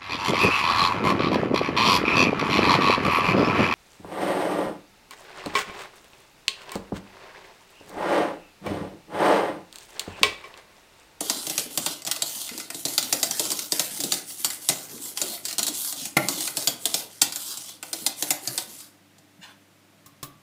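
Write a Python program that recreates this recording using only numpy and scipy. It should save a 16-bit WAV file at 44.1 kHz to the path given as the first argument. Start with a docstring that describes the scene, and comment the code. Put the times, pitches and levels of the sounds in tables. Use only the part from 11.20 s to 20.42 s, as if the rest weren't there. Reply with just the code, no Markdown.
"""A wire whisk beats thick cream in a steel saucepan on a glass hob, close by in a small kitchen.
Impacts excite the modes of the wires and the damped pan; sliding friction hisses along the bottom.
The cream churns, air pockets resonate in it as they close, and once the pan knocks on the hob.
Then the whisk is lifted: a soft scuff, the hum of the kitchen, and the whisk is set down in the pan,
where its wires vibrate freely. The room adds a short reverberation."""
import sys
import numpy as np
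from scipy import signal
from scipy.fft import rfft, irfft, next_fast_len
from scipy.io import wavfile
from scipy.ndimage import uniform_filter1d, map_coordinates

SR = 44100
rng = np.random.default_rng(int(sys.argv[2]) if len(sys.argv) > 2 else 0)


def digitize_waveform(pressure):
    """Quantize a signal to 16-bit integers and store it at the path in sys.argv[1].

    Rows of a 2-D input are taken as channels; values are limited to [-1, 1].
    """
    field = np.atleast_2d(pressure).T
    bounded = np.clip(field, -1, 1)
    quanta = np.round(bounded * 32767).astype(np.int16)
    wavfile.write(sys.argv[1], SR, quanta)


N = 406594

# Wire impacts on the pan, in relative levels: (time [s], clack [dB], rim [dB], body [dB])
IMPACTS = [(0.0074, -14, -35, -30), (0.0977, -7.5, -26.5, -31.5), (0.268, -16.5, -44, -35),
           (0.2976, -13.5, -51, -37), (0.3789, -8.5, -27, -39), (0.3945, -17, -45, -45),
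           (0.5747, -8.5, -33, -30), (0.662, -10, -23.5, -30), (0.8196, -28, -40, -54),
           (0.8495, -21, -39, -43), (0.8659, -17.5, -46, -42), (0.8736, -16.5, -29, -35),
           (0.913, -9, -25, -58), (0.962, -20.5, -30, -46), (1.0211, -8, -29, -36),
           (1.291, -23, -31.5, -53.5), (1.3777, -20.5, -49.5, -41.5), (1.3992, -22, -31.5, -60),
           (1.5018, -20, -29, -44), (1.545, -21.5, -63.5, -39.5), (1.6521, -10.5, -44, -30.5),
           (1.6823, -19, -59, -40), (1.779, -4, -18.5, -33), (1.827, -15, -40, -52), (1.926, -5, -25, -29),
           (2.0294, -5.5, -23.5, -30.5), (2.1103, -11, -32, -39.5), (2.1956, -8, -41.5, -29),
           (2.253, -17, -39, -37.5), (2.3038, -14, -50, -40), (2.3178, -11, -34.5, -37.5),
           (2.391, -14.5, -30, -49.5), (2.521, -6.5, -51, -29), (2.595, -6.5, -28, -32),
           (2.8029, -14, -63, -32.5), (2.837, -12.5, -58, -34), (2.9206, -6.5, -24, -35),
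           (2.9394, -14, -31, -50), (3.102, -27.5, -40, -54), (3.246, -6.5, -28.5, -35),
           (3.3025, -17.5, -29.5, -49), (3.488, -4, -31.5, -29.5), (3.4976, -15, -21.5, -30),
           (3.9736, -14.5, -31, -47), (4.0157, -9, -29, -33), (4.2525, -15, -34, -57),
           (4.283, -19.5, -43, -50), (4.3099, -22, -31, -60), (4.3273, -19, -41, -44),
           (4.3824, -9.5, -52, -34), (4.3918, -10.5, -27.5, -35), (4.43, -10, -37, -57),
           (4.4668, -12.5, -50, -57), (4.4801, -12, -42, -36.5), (4.725, -18, -39, -43.5),
           (4.854, -18.5, -34, -45.5), (5.0854, -8.5, -32, -33), (5.2065, -16, -48, -40),
           (5.2757, -16, -24.5, -46.5), (5.3696, -10.5, -46, -33.5), (5.473, -4.5, -26, -31.5),
           (5.655, -6.5, -32.5, -33), (5.742, -7, -25.5, -32), (6.0168, -0.5, -20.5, -29.5),
           (6.0195, -7.5, -24.5, -45.5), (6.1229, -19, -38, -64), (6.1591, -15, -39, -47),
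           (6.3721, -21, -46.5, -48), (6.4913, -27, -45, -51), (6.6278, -21.5, -28.5, -43),
           (6.7303, -13, -37.5, -36.5), (6.8639, -5.5, -24.5, -33.5), (7.0241, -9.5, -45, -32),
           (7.1054, -5.5, -21.5, -29.5), (7.2739, -12, -43, -37.5), (7.3777, -10, -27.5, -36.5),
           (7.9833, -43, -69, -58)]
# Modes of the pan, damped by the cream: (frequency [Hz], bandwidth [Hz], gain [dB])
RIM_MODES = [(1178, 20, -3), (1420, 260, 2), (1534, 52, 4.5), (1857, 54, 0.5), (2044, 46, 10),
             (2475, 340, 2), (2820, 170, 3)]
WALL_MODES = [(511, 30, -5), (602, 40, 4.5), (674, 55, 4.5), (782, 83, 3.5), (967, 170, -4.5)]
BOTTOM_MODES = [(143, 22, -1.5), (191, 37, -5.5), (289.4, 23.5, 3), (339.4, 30, -0.5), (444, 32, -6)]
# Spectral envelope of a wire clack: (frequency [Hz], gain [dB])
CLACK_SPECTRUM = [(300, -43), (1000, -16), (2300, -14), (3300, -5.5), (3900, -2), (4600, 0), (5300, -3),
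                  (6100, -3), (7600, 0.5), (8600, -2.5), (9700, -5.5), (10800, -8), (15000, -11)]
BAND_LIMIT_HZ = 15400
LEAD_SAMPLES = 110  # light grazing before a strike lands


def amp(db):
    """Decibels to amplitude ratio."""
    return 10 ** (np.asarray(db) / 20)


def unit(x):
    """Normalise to rms 1."""
    return x / np.sqrt(np.mean(x ** 2) + 1e-20)


def unit_onset(x, samples):
    """Normalise each row to rms 1 over its first samples."""
    return x / np.sqrt(np.mean(x[..., :samples] ** 2, axis=-1, keepdims=True))


def along(points, hz):
    """Interpolate (frequency [Hz], value) points on a logarithmic frequency axis."""
    frequencies, values = np.transpose(points)
    return np.interp(np.log(hz + 1), np.log(frequencies + 1), values)


def fade(t, t60):
    """Exponential decay, 60 dB down after t60."""
    return np.exp(-np.log(1000) * t / t60)


def swell(start, attack, hold, t60):
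    """An envelope with a linear rise, a plateau until hold and an exponential decay, all in seconds."""
    t = np.maximum(np.arange(N) / SR - start, 0)
    return np.minimum(t / attack, 1) * fade(np.clip(t - hold, 0, 2 * t60), t60)


def wobble(rate):
    """Smooth random modulation, rate knots a second."""
    return map_coordinates(rng.standard_normal(int(N * rate / SR) + 4), [np.arange(N) * rate / SR])


def sparse(rate, spread_db):
    """A Poisson train of unequal impulses, rate a second."""
    occurs = rng.random(N) < rate / SR
    return occurs * amp(spread_db * np.clip(rng.standard_normal(N), -2, 2)) * rng.choice([-1, 1], N)


def add(track, time, sound):
    """Superpose a sound on the track at a time in seconds."""
    start = max(round(time * SR), 0)
    part = track[start:start + len(sound)]
    part += sound[:len(part)]


def filtered(x, response):
    """Multiply the spectrum of x by a frequency response."""
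    n = x.shape[-1]
    padded = 2 * next_fast_len(n // 2 + 4096)
    return irfft(rfft(x, padded) * response(np.fft.rfftfreq(padded, 1 / SR)), padded)[..., :n]


def coloured(x, points):
    """Minimum-phase filtering through (frequency [Hz], gain [dB]) points."""
    def response(hz):
        cepstrum = irfft(np.log(amp(along(points, hz))))
        half = len(cepstrum) // 2
        cepstrum[1:half] *= 2
        cepstrum[half + 1:] = 0
        return np.exp(rfft(cepstrum))
    return filtered(x, response)


def resonated(x, modes):
    """Forced vibration: x drives parallel second-order resonators of alternating polarity."""
    def response(hz):
        return sum((-1) ** k * amp(db) * 1j * hz * width / (centre ** 2 - hz ** 2 + 1j * hz * width)
                   for k, (centre, width, db) in enumerate(modes))
    return filtered(x, response)


def ring(modes, t):
    """Free vibration: a sum of damped sinusoids of random phase."""
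    return sum(amp(db) * fade(t, t60) * np.sin(2 * np.pi * (hz * t + rng.random()))
               for hz, db, t60 in modes)


def patchy(x, depth_db, bins=3):
    """Spectral modulation: drifting peaks and dips of the given width."""
    spectra = signal.stft(x, nperseg=512)[2]
    field = uniform_filter1d(rng.standard_normal(spectra.shape), size=bins, axis=0)
    field = uniform_filter1d(field, size=14, axis=1)
    return signal.istft(spectra * amp(depth_db * unit(field)), nperseg=512)[1][:N]


def strikes():
    """Impact excitation: the wires clack, and their brief chatter drives the rim, wall and bottom."""
    t = np.arange(SR // 9) / SR
    clack = clacks(len(IMPACTS), t)
    chatter = rng.standard_normal(clack.shape) * fade(t, 0.026)
    rim = unit_onset(resonated(chatter, RIM_MODES), samples=500)
    wall = unit_onset(resonated(chatter, WALL_MODES), samples=600)
    bottom = unit_onset(resonated(chatter, BOTTOM_MODES), samples=900)
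    out = np.zeros(N)
    for k, (time, clack_db, rim_db, body_db) in enumerate(IMPACTS):
        # A strike under the cream muffles the rim and shifts the sound from wall to bottom.
        lean_db = 2.5 - 0.172 * (body_db - rim_db)
        body = amp(body_db + lean_db - 7) * wall[k] + amp(body_db - lean_db - 6) * bottom[k]
        add(out, time + 0.0005 - LEAD_SAMPLES / SR, amp(clack_db - 11) * clack[k])
        add(out, time, amp(rim_db - 10) * rim[k] + body)
    return out


def clacks(hits, t, modes=420):
    """Convolution: each contact of a chattering loop repeats its impulse response, a crack and a ring."""
    wire_hz = (np.arange(modes) + rng.random(modes))[:, None] / modes * BAND_LIMIT_HZ
    wire_t60 = 0.055 * np.exp(0.061 * rng.standard_normal((modes, 1)))
    # The point of impact decides which groups of modes are excited.
    groups = amp(3 * unit(uniform_filter1d(rng.standard_normal((hits, modes)), size=20, axis=1)))
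    weights = groups * rng.standard_normal((hits, modes))
    wires = weights @ (np.sin(2 * np.pi * wire_hz * t) * fade(t, wire_t60))
    crack = rng.standard_normal((hits, len(t))) * fade(t, 0.0047)
    response = unit_onset(wires, samples=220) + 0.87 * unit_onset(crack, samples=220)
    touching = rng.random(crack.shape) < 450 / SR
    contacts = touching * rng.uniform(-1, 0.7, crack.shape) * fade(t, 0.028)
    contacts[:, :LEAD_SAMPLES] *= 0.4
    contacts[:, LEAD_SAMPLES] = 1  # the loop lands
    rattle = signal.fftconvolve(response, contacts, axes=1)[:, :len(t)]
    return unit_onset(coloured(rattle, CLACK_SPECTRUM), samples=330)


def stirring():
    """Amplitude modulation: one stroke governs both the friction on the steel and the churning."""
    friction, brightness, churn = stroke()
    cream = churn * churning() + plops()
    return scraping(friction, brightness, churn) + friction * grazes() + cream


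def stroke():
    """Incoherent addition: sweeps and digs sum in power to give scrape gain, brightness and cream gain."""
    # Sweeps along the bottom: (time [s], duration [s], scrape [dB], brightness [dB], cream [dB])
    sweeps = [(0.0, 0.2, -35.5, -4.5, -46), (0.203, 0.23, -36, 0.5, -42.5), (0.486, .1, -41.5, 8, -48),
              (0.59, .14, -36, -4.5, -57), (0.858, 0.14, -44.5, -10, -42.5), (1.025, 0.21, -34, 1, -54),
              (1.235, 0.19, -41.5, -4.5, -45), (1.515, .09, -39, 2.5, -57), (1.64, .11, -35.5, 3, -47.5),
              (1.778, 0.24, -37, 1.5, -46), (2.018, 0.21, -34.5, 2, -47.5), (2.208, 0.24, -34.5, 0.5, -48),
              (2.498, .17, -33.5, 2, -50), (2.674, 0.3, -36, 1, -48), (3.05, 0.091, -41, 5, -59),
              (3.157, 0.19, -37, 3, -49.5), (3.396, 0.25, -40, 3, -49), (3.675, .1, -40.5, -1, -46),
              (3.789, 0.093, -37, 6.5, -47.5), (3.949, 0.2, -35.5, 2, -43.5), (4.226, .07, -35.5, -4, -45),
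              (4.386, .12, -38, -7, -59), (4.518, .18, -31.5, 3, -53), (4.736, 0.12, -36.5, -3.5, -45),
              (4.955, 0.36, -41, 2, -53), (5.068, 0.21, -33.5, -1, -47), (5.338, .09, -33.5, 0, -42.5),
              (5.428, .07, -42.5, 32, -59), (5.583, .06, -40.5, 6.5, -52), (5.67, .13, -35, 3, -47),
              (5.874, .11, -50, -2.5, -59), (6.12, .21, -37, -2, -56), (6.351, 0.16, -42.5, -4, -53.5),
              (6.618, 0.082, -47, 1, -52), (6.73, 0.13, -40.5, 6, -50), (6.952, 0.17, -38.5, 8, -48),
              (7.198, 0.22, -40, 3, -46.5), (7.457, 0.096, -44.5, -2, -57), (7.554, 0.065, -42, 0, -55)]
    scrape, weighted_db, cream = np.zeros((3, N))
    for time, duration, scrape_db, brightness_db, cream_db in sweeps:
        power = (amp(scrape_db) * swell(time, attack=0.04, hold=duration, t60=0.28)) ** 2
        scrape += power
        weighted_db += power * brightness_db
        cream += (amp(cream_db) * swell(time, attack=0.04, hold=duration, t60=0.43)) ** 2
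    # After a strike the wires dig in, with a dull scrape and a shove of cream.
    times, clack_db, _, body_db = np.transpose(IMPACTS)
    dig = digs(times, clack_db - 30.5, t60=0.32)
    shove = digs(times, body_db - 9.5, t60=0.35)
    dig_brightness_db = -9.5
    brightness = amp((weighted_db + dig_brightness_db * dig) / (scrape + dig + 1e-14))
    return np.sqrt(scrape + dig), brightness, np.sqrt(cream + shove)


def digs(times, levels_db, t60):
    """The power envelope of a short, exponentially decaying push after each strike."""
    out, push = np.zeros(N), swell(0, attack=0.014, hold=0.014, t60=t60)[:SR]
    for time, db in zip(times, levels_db):
        add(out, time, (amp(db) * push) ** 2)
    return out


def scraping(friction, brightness, churn):
    """Sliding friction: wires hiss on steel, duller when pressed hard, and small ticks excite the pan."""
    # Spectral envelope of wire sliding on steel: (frequency [Hz], gain [dB])
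    friction_spectrum = [(100, -41.5), (400, -29.5), (1000, -16.5), (1600, -10.5), (2400, -19.5),
                         (3200, -9), (3600, -9), (4700, -5.5), (6000, -6), (8500, -4), (11000, -5.5),
                         (15000, -11.5)]
    t = np.arange(SR // 25) / SR
    grit = rng.standard_normal(N) + 0.75 * unit(sparse(900, spread_db=5))
    grit = patchy(patchy(grit, depth_db=2.1), depth_db=1.8, bins=26)
    hiss = unit(wall_echo(coloured(grit, friction_spectrum)))
    dull = filtered(hiss, lambda hz: 1 / (1 + (hz / 8000) ** 6))
    tilt = np.sqrt(np.maximum(brightness, 0.25))
    hiss = dull / tilt + (hiss - dull) * tilt
    tick_power = signal.fftconvolve(sparse(80, spread_db=3.5) ** 2, fade(t, 0.01))[:N]
    ticks = np.sqrt(np.abs(tick_power)) * rng.standard_normal(N)
    wire_ticks = amp(-9) * unit(coloured(ticks, CLACK_SPECTRUM))
    pan_ticks = amp(-9) * unit(resonated(ticks, WALL_MODES + RIM_MODES))
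    return friction * (hiss * amp(0.5 + 0.9 * wobble(45)) + wire_ticks) + churn * pan_ticks


def wall_echo(x):
    """Comb filtering: a dull reflection from the pan wall interferes, its delay moving with the whisk."""
    delay_s = 0.00033 * np.exp(0.25 * wobble(9))
    dull = filtered(x, lambda hz: 1 / (1 + (hz / 3500) ** 4))
    return x + np.interp(np.arange(N) - delay_s * SR, np.arange(N), dull)


def grazes(count=24):
    """Glancing impacts: single wires flick the pan at random moments."""
    out = np.zeros(N)
    for when, clack in zip(rng.random(count), clacks(count, np.arange(SR // 9) / SR)):
        add(out, when * N / SR, clack)
    return amp(-2.5) * out


def churning():
    """Flow noise: the cream sloshes unevenly, with small air pockets sounding in it."""
    # Spectral envelope of the moving cream: (frequency [Hz], gain [dB])
    flow_spectrum = [(30, -25), (75, -40.5), (130, -1.5), (185, -14), (240, -16.5), (305, 4.5),
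                     (410, -14.5), (800, -2.5), (1500, -12.5), (4000, -11)]
    flow = unit(coloured(patchy(rng.standard_normal(N), depth_db=5.5), flow_spectrum))
    slosh = flow * amp(6 * np.tanh(wobble(35)))
    return amp(-5.5) * slosh + amp(-6.5) * gloops()


def gloops(count=300):
    """Bubble resonance: air pockets close in the thick cream with low, damped notes that rise a little."""
    out, t = np.zeros(N), np.arange(SR // 12) / SR
    for when, pitch, strength in rng.random((count, 3)):
        hz = 210 * 2.6 ** pitch
        t60 = 16 / hz
        note = np.sin(2 * np.pi * hz * t * (1 + 0.054 * t / t60))
        add(out, when * N / SR, amp(9.8 * strength) * note * fade(t, t60) * (1 - fade(t, 0.0076)))
    return unit(out)


def plops():
    """Bubble resonance: a few large air pockets close with a round, rising note."""
    # Large air pockets: (time [s], relative level [dB], starting frequency [Hz])
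    pockets = [(2.792, -29.5, 333), (2.843, -28, 331), (4.039, -29, 360), (4.491, -31, 303),
               (5.173, -31, 305)]
    rise_per_s = 0.7  # fraction of the starting frequency
    out, t = np.zeros(N), np.arange(SR // 5) / SR
    for time, db, hz in pockets:
        note = np.sin(2 * np.pi * hz * t * (1 + rise_per_s * t / 2))
        add(out, time, amp(db + 1) * note * fade(t, 0.12) * (1 - fade(t, 0.03)))
    return out


def knock():
    """Impact excitation: the pan tips and drops back on the glass, then rings and shudders."""
    # Spectral envelope of steel striking glass: (frequency [Hz], gain [dB])
    impact_spectrum = [(30, -34), (70, -28), (120, -2.5), (170, 2), (250, -3), (350, 2.5), (520, 0.5),
                       (700, -3), (1000, -9.5), (1380, 1.5), (1650, -11.5), (2030, 5.5), (2600, -9.5),
                       (5000, -14), (12000, -11.5), (15000, -24)]
    # Modes of the whole pan on the hob: (frequency [Hz], relative level [dB], t60 [s])
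    pan_modes = [(174.5, 3, 0.28), (343, 2, 0.37), (596, 4, 0.24), (1410, 2, .16), (1870, -5, .15),
                 (1950, -9, 0.14), (2060, -9, .14), (2480, -8, .15)]
    out, t = np.zeros(N), np.arange(SR // 2) / SR
    burst = rng.standard_normal(len(t)) * fade(t, 0.036) * (1 - fade(t, 0.0148))
    impact = unit_onset(coloured(burst, impact_spectrum), samples=440)
    chatter = rng.standard_normal(len(t)) * fade(t, 0.2)
    shudder = unit_onset(resonated(chatter, BOTTOM_MODES + WALL_MODES), samples=1500)
    add(out, 4.9672, amp(-13) * impact + amp(-37.5) * ring(pan_modes, t))
    add(out, 4.97, amp(-33.5) * shudder)
    return out


def set_down():
    """Free vibration: the loosely held whisk touches the pan with a dry tick and rings on."""
    # Contacts with the pan: (time [s], relative level [dB])
    touches = [(8.861, -53), (9.029, -39.5)]
    # Modes of the free wires: (frequency [Hz], relative level [dB], t60 [s])
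    wire_modes = [(140.5, 2.5, 0.2), (283.5, -1.5, 0.2), (1080, 3, 0.075), (1149, -1, 0.28),
                  (1220, -5, 0.21), (3550, -8, 0.13)]
    tick_spectrum = [(100, 2), (1500, -1), (6000, 3), (15000, 2)]  # (frequency [Hz], gain [dB])
    out, t = np.zeros(N), np.arange(SR // 2) / SR
    for time, db in touches:
        burst = rng.standard_normal(len(t)) * fade(t, 0.08)
        tick = unit_onset(coloured(burst, tick_spectrum), samples=220)
        wires = ring(wire_modes, t) * (1 - fade(t, 0.0094))
        add(out, time, amp(db) * (amp(8.5) * tick + wires))
    return out


def scuff():
    """A soft scuff beside the stove: one damped mode bumps, then friction noise swishes briefly."""
    # Envelope of the swish: (time [s], level [dB])
    envelope = [(8.19, -90), (8.215, -55), (8.235, -43.5), (8.255, -47), (8.27, -51.5), (8.31, -50.5),
                (8.36, -70), (8.45, -85)]
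    # Spectral envelope of the swish: (frequency [Hz], gain [dB])
    swish_spectrum = [(200, -34), (450, 0), (650, -0.5), (1400, -2.5), (2000, -3.5), (2650, 4.5),
                      (3300, -1.5), (6000, -7.5), (14000, -22.5)]
    times, levels_db = np.transpose(envelope)
    gain = amp(np.interp(np.arange(N) / SR, times, levels_db, right=-120))
    out = gain * unit(coloured(patchy(rng.standard_normal(N), depth_db=5), swish_spectrum))
    t = np.arange(SR // 10) / SR
    bump = ring([(181, 0, 0.053)], t) * (1 - fade(t, 0.036))
    add(out, 8.19, amp(-35) * bump)
    return out


def reverberation(x, block=11025):
    """Diffuse reflection from the walls; the echo pattern changes as hand and whisk move."""
    # Reverberation time of the kitchen: (frequency [Hz], t60 [s])
    decay_times = [(150, 0.51), (600, 0.43), (3000, 0.39), (8000, 0.25), (15000, 0.15)]
    out = np.zeros(N)
    for start in range(0, N, block):
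        hz, t, spectra = signal.stft(rng.standard_normal(SR // 2), SR, nperseg=256)
        decaying = spectra * fade(t, along(decay_times, hz)[:, None]) * (1 - fade(t, 0.003))
        tail = signal.istft(decaying, SR, nperseg=256)[1]
        add(out, start / SR, signal.fftconvolve(x[start:start + block], tail / np.linalg.norm(tail)))
    return coloured(out, [(200, -6), (700, -5), (3000, -10), (8000, -14.5), (15000, -1)])


def background():
    """Ambient noise: broadband kitchen air and the tonal hum of an appliance."""
    # Partials of the hum: (frequency [Hz], rms level [dB])
    partials = [(100, -69), (200, -71), (292, -68.5)]
    # Spectral envelope of the still room: (frequency [Hz], gain [dB])
    air_spectrum = [(25, -42.5), (70, -41), (110, -19), (155, -3.5), (230, -9), (310, -4.5), (420, -14.5),
                    (640, -11), (900, -16), (2000, -16), (5000, -22.5), (15000, -29)]
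    t = np.arange(N) / SR
    hum = sum(amp(db + 0.8 * wobble(5.7)) * np.sqrt(2) * np.sin(2 * np.pi * hz * t)
              for hz, db in partials)
    return hum + amp(-58.5) * unit(coloured(rng.standard_normal(N), air_spectrum))


def scene():
    """Superposition of the direct sound at the stove, its reverberation and the ambient noise."""
    direct = strikes() + stirring() + knock() + set_down() + scuff()
    return (direct + reverberation(direct) + background())[None]


def record(dry):
    """Soft saturation rounds the highest peaks, and a steep low-pass filter limits the band."""
    rounded = dry / (1 + np.abs(dry / 0.85) ** 6) ** (1 / 6)
    return filtered(rounded, lambda hz: 1 / np.sqrt(1 + (hz / BAND_LIMIT_HZ) ** 200))


dry = scene()
out = record(dry)
digitize_waveform(out)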